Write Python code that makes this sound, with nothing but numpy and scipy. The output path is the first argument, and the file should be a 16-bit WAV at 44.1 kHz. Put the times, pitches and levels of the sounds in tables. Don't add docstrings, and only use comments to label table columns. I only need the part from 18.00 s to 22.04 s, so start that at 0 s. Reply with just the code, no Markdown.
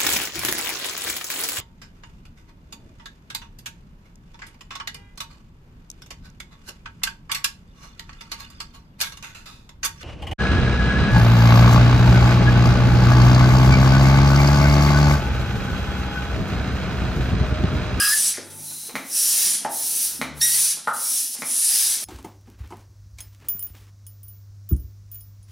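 import sys
import numpy as np
from scipy import signal
from scipy.io import wavfile
from scipy.ndimage import uniform_filter1d

SR = 44100
rng = np.random.default_rng(int(sys.argv[2]) if len(sys.argv) > 2 else 0)


def bounce(signal):
    frames = np.transpose(np.atleast_2d(signal))
    limited = np.clip(frames, -1, 1)
    pcm = np.round(limited * 32767).astype(np.int16)
    wavfile.write(sys.argv[1], SR, pcm)


def gain_from_db(level_db):
    decades = np.asarray(level_db, float) / 20
    return 10 ** decades


N = 178264
CLOCK = np.arange(N) / SR

# time [s], level [dB], lead of the grip thud [s],
# extra snap above 2100 Hz [dB per octave].
CLACKS = [
    (.9545, -18, .0155, 0),
    (2.2147, -15.5, .0237, 1),
    (3.4214, -22, .0344, -6),
]
# time [s], level [dB], pitch [Hz].
BUMPS = [
    (0.3807, -26, 420),
    (1.6509, -11.5, 778),
    (2.8755, -10.5, 1270),
]


def evened(x):
    return x / np.sqrt(np.mean(x ** 2) + 1e-20)


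def read(points, hz):
    f, value = np.transpose(points)
    return np.interp(np.log(hz + 1), np.log(f + 1), value)


def add(mix, s, sound):
    at = round(s * SR)
    part = mix[max(at, 0):][:len(sound) + min(at, 0)]
    part += sound[max(-at, 0):][:len(part)]


def follow(rows):
    s, *columns = np.transpose(sorted(rows))
    t = np.arange(s[0], s[-1], 1 / SR)
    return t, [np.interp(t, s, c) for c in columns]


def wander(count, seconds):
    size = max(int(seconds * SR), 2)
    smooth = uniform_filter1d(rng.standard_normal(count), size)
    return evened(uniform_filter1d(smooth, size))


def linger(db, per_s):
    return np.maximum.accumulate(db + per_s * CLOCK) - per_s * CLOCK


def resonate(x, hz, width):
    turn = np.exp(2j * np.pi * hz * np.arange(len(x)) / SR)
    r = np.exp(-np.pi * width / SR)
    return 2 * (turn * signal.lfilter([1 - r], [1, -r], x / turn)).real


def noise(size, streak_db, flicker_db, frames_long):
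    frames, bins = 4 * N // size + 5, size // 2 + 1
    a, b, c, d, streaks, flicker = rng.standard_normal((frames, bins, 6)).T
    streaks = uniform_filter1d(streaks, 2, axis=0)
    streaks = evened(uniform_filter1d(streaks, int(frames_long), axis=1))
    flicker = uniform_filter1d(flicker, bins // 3, axis=0)
    flicker = evened(uniform_filter1d(flicker, 3, axis=1))
    return np.array([a + 1j * b, c + 1j * d]) * gain_from_db(streak_db * streaks + flicker_db * flicker)


def sound_of(z):
    size = 2 * (z.shape[1] - 1)
    return signal.istft(z, nperseg=size, noverlap=3 * size // 4)[1][:, :N]


def effort():
    # time [s], air flow [dB], piston drive [dB].
    pushes = [
        [(-.12, -25, -11), (.09, -21.5, -4), (.2, -22, -11.5), (.286, -22, -12), (.41, -46, -28), (.5, -49, -2)],
        [(1.07, -43, -1), (1.165, -22, -5), (1.23, -21.5, -6), (1.45, -22.5, -1), (1.55, -22, -17.5),
         (1.655, -41, -25), (1.685, -60, -19)],
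        [(2.375, -45.5, -1), (2.404, -41, 5), (2.416, -21.5, -5), (2.6, -19.5, -5.5), (2.712, -22.5, -13.5),
         (2.822, -44.5, -30), (2.915, -46, -14)],
        [(3.435, -42, -16), (3.455, -31.5, -8), (3.514, -24, -13), (3.62, -19.5, -19), (3.77, -21.5, -2.5),
         (3.945, -23, -11), (3.99, -33, -11), (4.05, -31.5, -7)],
    ]
    pulls = [
        [(.51, -44.5, -6), (.68, -35.5, -4), (.88, -37, -6.5), (.92, -50, -1), (1.04, -47, -6)],
        [(1.695, -45, -8), (1.72, -31.5, -3), (1.79, -26.5, -4.5), (2.05, -23.5, -4.5), (2.19, -38, -7),
         (2.33, -68, -10)],
        [(2.92, -53, -14), (2.94, -32, -9), (3.02, -26, -6), (3.194, -22.5, -8), (3.31, -33, -6.5),
         (3.35, -31, -9), (3.37, -39, -20), (3.42, -35, -7)],
    ]
    clack_puff_db, bump_puff_db, puff_fade = -20, -28.5, 290
    build_s = 0.39
    s, flow_db, drive_db = np.transpose(sorted(sum(pushes + pulls, [])))
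    power = gain_from_db(2 * np.interp(CLOCK, s, flow_db))
    puffs = [(c[0], c[1] + clack_puff_db) for c in CLACKS]
    puffs += [(b[0], b[1] + bump_puff_db) for b in BUMPS]
    for at, db in puffs:
        power = power + (CLOCK > at) * gain_from_db(2 * (db - puff_fade * abs(CLOCK - at)))
    strokes = [(p[0][0], 0) for p in pushes] + [(p[0][0], 1) for p in pulls]
    starts, pulling = np.transpose(sorted(strokes))
    stroke = np.maximum(np.searchsorted(starts, CLOCK) - 1, 0)
    built = np.clip((CLOCK - starts[stroke]) / build_s, 0, 1)
    return 10 * np.log10(power), np.interp(CLOCK, s, drive_db), built, pulling[stroke]


def hiss(flow_db, drive_db, built, pulling):
    # frequency [Hz], level [dB per Hz].
    nozzle = [(410, -29), (700, -22), (1180, -19.5), (1750, -14), (1940, -18.5), (2100, -17.5),
              (3590, -11.5), (3880, -8.5), (5520, -2.5), (7460, -8), (9940, 6.5), (10900, 3), (12300, -8.5),
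              (15100, -5.5), (15900, -37)]
    # frequency [Hz], side minus mid [dB].
    wide = [(700, -16), (2400, -18), (4000, -13), (5200, -15.5), (6500, -7), (8300, -3.5), (9600, -14.5),
            (10800, -19), (13000, -17), (16000, -13)]
    # level over the flow [dB], share of the drive [0-1],
    # lingering [dB per s], build-up [dB], change on pull strokes [dB].
    layers = [
        (0, 0.015, 900, 0, -0.5),
        (-8.5, 0.27, 126, 6, -2),
        (-3, 1.0, 900, 3, 0.5),
        (-25.5, 0.27, 84, 7.5, -4.5),
    ]
    hz = np.fft.rfftfreq(1024, 1 / SR)
    z = noise(size=1024, streak_db=2.2, flicker_db=0.6, frames_long=22)
    z *= gain_from_db(read(nozzle, np.minimum(hz, 15200)))[:, None]
    z[1] *= gain_from_db(read(wide, hz) - 2.0)[:, None]
    crossovers = ((2700, .9), (7000, .5), (12500, .3))  # Hz, width of the crossfade
    above = [np.clip(.5 + np.log((hz + 1) / edge) / spread, 0, 1) for edge, spread in crossovers]
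    shares = [above[1] - above[2], above[0] - above[1], above[2], 1 - above[0]]
    out = np.zeros((2, N))
    for share, (db, driven, per_s, build_db, pull_db) in zip(shares, layers):
        band = sound_of(z * np.sqrt(share)[:, None])
        level_db = flow_db + db + driven * drive_db + build_db * built + pull_db * pulling
        out += band / np.std(band[0]) * gain_from_db(linger(level_db, per_s))
    return out


def whistles():
    # start [s], end [s], pitch [Hz], width
    # [Hz], level [dB].
    resonances = [(-.08, 0.16, 1247, 152, -36), (.17, 0.35, 7870, 350, -29),
                  (0.171, 0.27, 8940, 300, -25.5), (0.199, 0.38, 9500, 100, -36),
                  (.6, 0.99, 4030, 300, -47.5), (-.08, 0.17, 5020, 161, -26.5),
                  (-.05, 0.1, 2710, 466, -32.5), (0.17, 0.22, 5920, 200, -29), (0, 4.4, 261.4, 25.2, -64),
                  (1.08, 1.37, 5600, 695, -29.5), (1.1, 1.42, 8100, 500, -31), (1.15, 1.63, 7050, 294, -33),
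                  (1.201, 1.67, 9100, 200, -31.5), (1.799, 1.9, 5670, 200, -37.5),
                  (2.498, 2.72, 9300, 200, -28), (3.002, 3.25, 5560, 300, -40),
                  (3.602, 3.95, 4940, 314, -34), (3.552, 3.95, 9440, 200, -30.5)]
    out = np.zeros(N)
    for start, end, hz, width, db in resonances:
        x = rng.standard_normal(round((end - start) * SR))
        tone = evened(resonate(resonate(x, hz, width), hz, width))
        add(out, start, gain_from_db(db) * tone * signal.windows.tukey(len(x), .6))
    return out


def squeal(rows, harmonics_db):
    t, (hz, db, overtones_db) = follow(rows)
    turns = np.cumsum(hz * (1 + .018 * wander(len(t), .0015))) / SR
    tone = np.zeros(len(t))
    for k, h in enumerate(harmonics_db):
        stutter_db = 3 * wander(len(t), .002)
        level = gain_from_db(db + h + (k > 0) * overtones_db + stutter_db)
        tone += level * np.cos(2 * np.pi * ((k + 1) * turns + rng.random()))
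    return t[0], tone


def squeals():
    # time [s], pitch [Hz], level [dB], lift of the overtones [dB].
    glides = [
        [(0, 1630, -24, 0), (.045, 1648, -21, 0), (.057, 1660, -30, 5), (.066, 1680, -23, 0),
         (.095, 1660, -30, 5), (.128, 1750, -24, -3), (.172, 1715, -29, -3), (.2, 1700, -44, 0)],
        [(2.398, 4500, -48, 0), (2.408, 4480, -34, 0), (2.4125, 4400, -24, 0), (2.415, 3400, -25, 0),
         (2.418, 2200, -33, 0)],
        [(2.4115, 1770, -48, 13), (2.415, 1800, -34, 13), (2.436, 1910, -34, 13), (2.458, 1915, -31, 5),
         (2.478, 1900, -39, 10), (2.49, 1910, -32, 3), (2.505, 1920, -41, 9), (2.565, 1960, -40, 2),
         (2.61, 2000, -50, 2)],
    ]
    # levels of a squeal's harmonics, from the fundamental up [dB].
    flap_db = [
        [2, -15, -11],
        [0, -25],
        [1, -5, 2, -8, -3, -6, -14],
    ]
    out = np.zeros(N)
    for rows, harmonics_db in zip(glides, flap_db):
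        add(out, *squeal(rows, harmonics_db))
    return out


def knock(s, db, hz, cycles):
    u = np.arange(round(cycles / hz * SR)) * hz / cycles / SR
    shape = np.sin(np.pi * u ** 0.69) ** 2
    push = -np.sin(2 * np.pi * cycles * u) * shape
    return s, gain_from_db(db) * (push - shape * push.sum() / shape.sum())


def blows():
    # time [s], peak [dB], pitch [Hz], length [cycles].
    ticks = [(.342, -27, 2150, 3.5), (.3733, -26, 1760, 3.1), (.888, -38, 390, 3),
             (.8953, -29.5, 900, 1.35), (.8955, -30, 2300, 2.1), (1.648, -29, 2960, 3.1),
             (2.7725, -32.5, 800, 1.04), (2.79, -41, 1410, 4.2), (2.815, -49, 1200, 1.3),
             (2.855, -63, 1750, 3.5), (2.873, -15, 1010, 2.33), (2.8805, -11, 1330, 7.3),
             (2.911, -19.5, 1330, 5.5), (3.352, -37, 740, 1.5), (3.368, -34, 1900, 1.9),
             (3.378, -41, 1900, 4.6)]
    # pitch [Hz], level [dB], length [cycles].
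    cap = [(265, -8.5, 2.34), (561, -3, 1.24), (1140, 1, 1.54), (1570, 0.5, 2.06), (2045, 0.5, 4.4),
           (3060, -2, 4.23), (3720, -4.5, 6.5), (6060, -10.5, 5.5)]
    # pitch ratio, level [dB], length [cycles], delay [s].
    skin = [
        (.72, -6.5, 1.91, -.0016),
        (1, -2, 3.3, 0),
        (1.25, -22, 2.1, 0.0065),
    ]
    # pitch [Hz], level [dB], length [cycles].
    barrel = [(280, -16, 1.6), (580, -8.5, 2.3), (1700, -8.5, 3.4), (2930, -11, 1.5)]
    snap_hz, barrel_lead_s = 2100, 0.00246
    thud_hz, thud_db, thud_cycles = 249.4, -15, 3.9
    rows = list(ticks)
    for s, db, lead, snap_db in CLACKS:
        rows.append((s - lead, db + thud_db, thud_hz, thud_cycles))
        for hz, d, c in cap:
            snap = snap_db * max(np.log2(hz / snap_hz), 0)
            rows.append((s - 0.18 / hz, db + d + snap, hz, c))
    for s, db, hz in BUMPS:
        rows += [(s + delay, db + d, hz * ratio, c) for ratio, d, c, delay in skin]
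        rows += [(s - barrel_lead_s, db + d, f, c) for f, d, c in barrel]
    return rows


def pump_knocks():
    out = np.zeros(N)
    for row in blows():
        add(out, *knock(*row))
    return signal.sosfilt(signal.butter(2, 180, "high", fs=SR, output="sos"), out)


def room(x):
    # delay [s], level [dB].
    echoes = [(.0048, -6), (.0085, -10), (.013, -8), (.0185, -12), (.027, -14), (.039, -18)]
    # frequency [Hz], time to fall 60 dB [s].
    decay = [(200, 0.44), (530, 0.6), (1390, 0.44), (3680, 0.5)]
    taps = np.zeros((2, SR))
    at = np.arange(300, SR - 20, 20) + rng.integers(0, 20, (2, (SR - 301) // 20))
    np.put_along_axis(taps, at, rng.choice([-1., 1.], at.shape), 1)
    hz, t, z = signal.stft(taps, SR, nperseg=256)
    z[1] /= 1 + (hz[:, None] / 3200) ** 4
    t60 = np.clip(read(decay, hz), .05, 2)[:, None]
    tail = signal.istft(z * gain_from_db(-60 * t / t60), SR, nperseg=256)[1]
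    tail *= gain_from_db([[1.2], [-12.5]]) / np.linalg.norm(tail[0])
    for s, db in echoes:
        tail[0, round(s * SR)] += gain_from_db(db)
    return signal.fftconvolve(x[None], tail, axes=1)[:, :N]


def air():
    # frequency [Hz], level [dB per Hz].
    colour = [(12, -48), (20, -8), (85, -9), (242, 8.5), (585, -3.5), (889, 2), (1120, -9.5), (1350, -1),
              (1500, -3), (2540, -8.5), (3000, -10.5), (3900, -4.5), (6600, -120)]
    # frequency [Hz], left-right likeness [-1 to 1].
    likeness = [(30, -0.92), (60, -0.56), (120, 0.72), (300, 0.9), (1000, 0.92)]
    # time [s], level [dB].
    street = [(0, 3), (.8, -4), (1.5, 1.5), (2.25, 0.5), (2.65, -4), (3.3, -7.5), (4.04, 0)]
    hz = np.fft.rfftfreq(2048, 1 / SR)
    z = noise(size=2048, streak_db=3.0, flicker_db=1.74, frames_long=24)
    z = z * gain_from_db(read(colour, hz))[:, None]
    same = np.clip(read(likeness, hz), -1, 1)[:, None]
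    z[1] = same * z[0] + np.sqrt(1 - same ** 2) * z[1]
    deep = np.clip((130 - hz) / 40, 0, 1)[:, None]
    rumble = evened(sound_of(z * np.sqrt(deep))) * gain_from_db(-60 - 4.5 * wander(N, .1))
    hush = evened(sound_of(z * np.sqrt(1 - deep))) * gain_from_db(-45.5)
    return (rumble + hush) * gain_from_db(np.interp(CLOCK, *np.transpose(street)))


def drones():
    # start [s], loudest [s], end [s], pitch at the loudest [Hz], level [dB].
    partials = [
        (0, .53, .9, 97, -47),
        (.4, .62, .95, 150, -45),
        (2.0, 2.4, 2.6, 71.5, -42),
        (2.08, 2.4, 2.85, 147, -39),
        (1.3, 1.5, 1.66, 184, -51),
    ]
    glide_per_s, swell_db = 0.11, -16.5
    out = np.zeros(N)
    for start, loudest, end, hz, db in partials:
        t = np.arange(start, end, 1 / SR)
        level = gain_from_db(db + np.interp(t, [start, loudest, end], [swell_db, 0, swell_db]))
        turns = np.cumsum(hz * (1 + glide_per_s * (t - loudest))) / SR
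        add(out, start, level * np.sin(2 * np.pi * turns) * signal.windows.tukey(len(t), .2))
    return out * gain_from_db([[3.5], [-4.5]])


def scene():
    duck_share, duck_from_db, recover = 0.29, -45, 65
    flow_db, *arm = effort()
    tones = whistles() + squeals()
    knocks = pump_knocks()
    mid, side = hiss(flow_db, *arm) + room(knocks + gain_from_db(-17) * tones)
    mid = mid + tones + knocks
    excess_db = np.maximum(linger(flow_db, recover) - duck_from_db, 0)
    duck_db = duck_share * uniform_filter1d(excess_db, size=400)
    return np.array([mid + side, mid - side]) + (air() + drones()) / gain_from_db(duck_db)


def band_limit(x):
    return signal.sosfilt(signal.butter(12, 16060, fs=SR, output="sos"), x)


def record(dry):
    low_pass = signal.firwin(1023, 15930, window=("kaiser", 9), fs=SR)
    limited = signal.oaconvolve(dry, low_pass[None], "same")
    return band_limit(limited)


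dry = scene()
out = record(dry)
bounce(out)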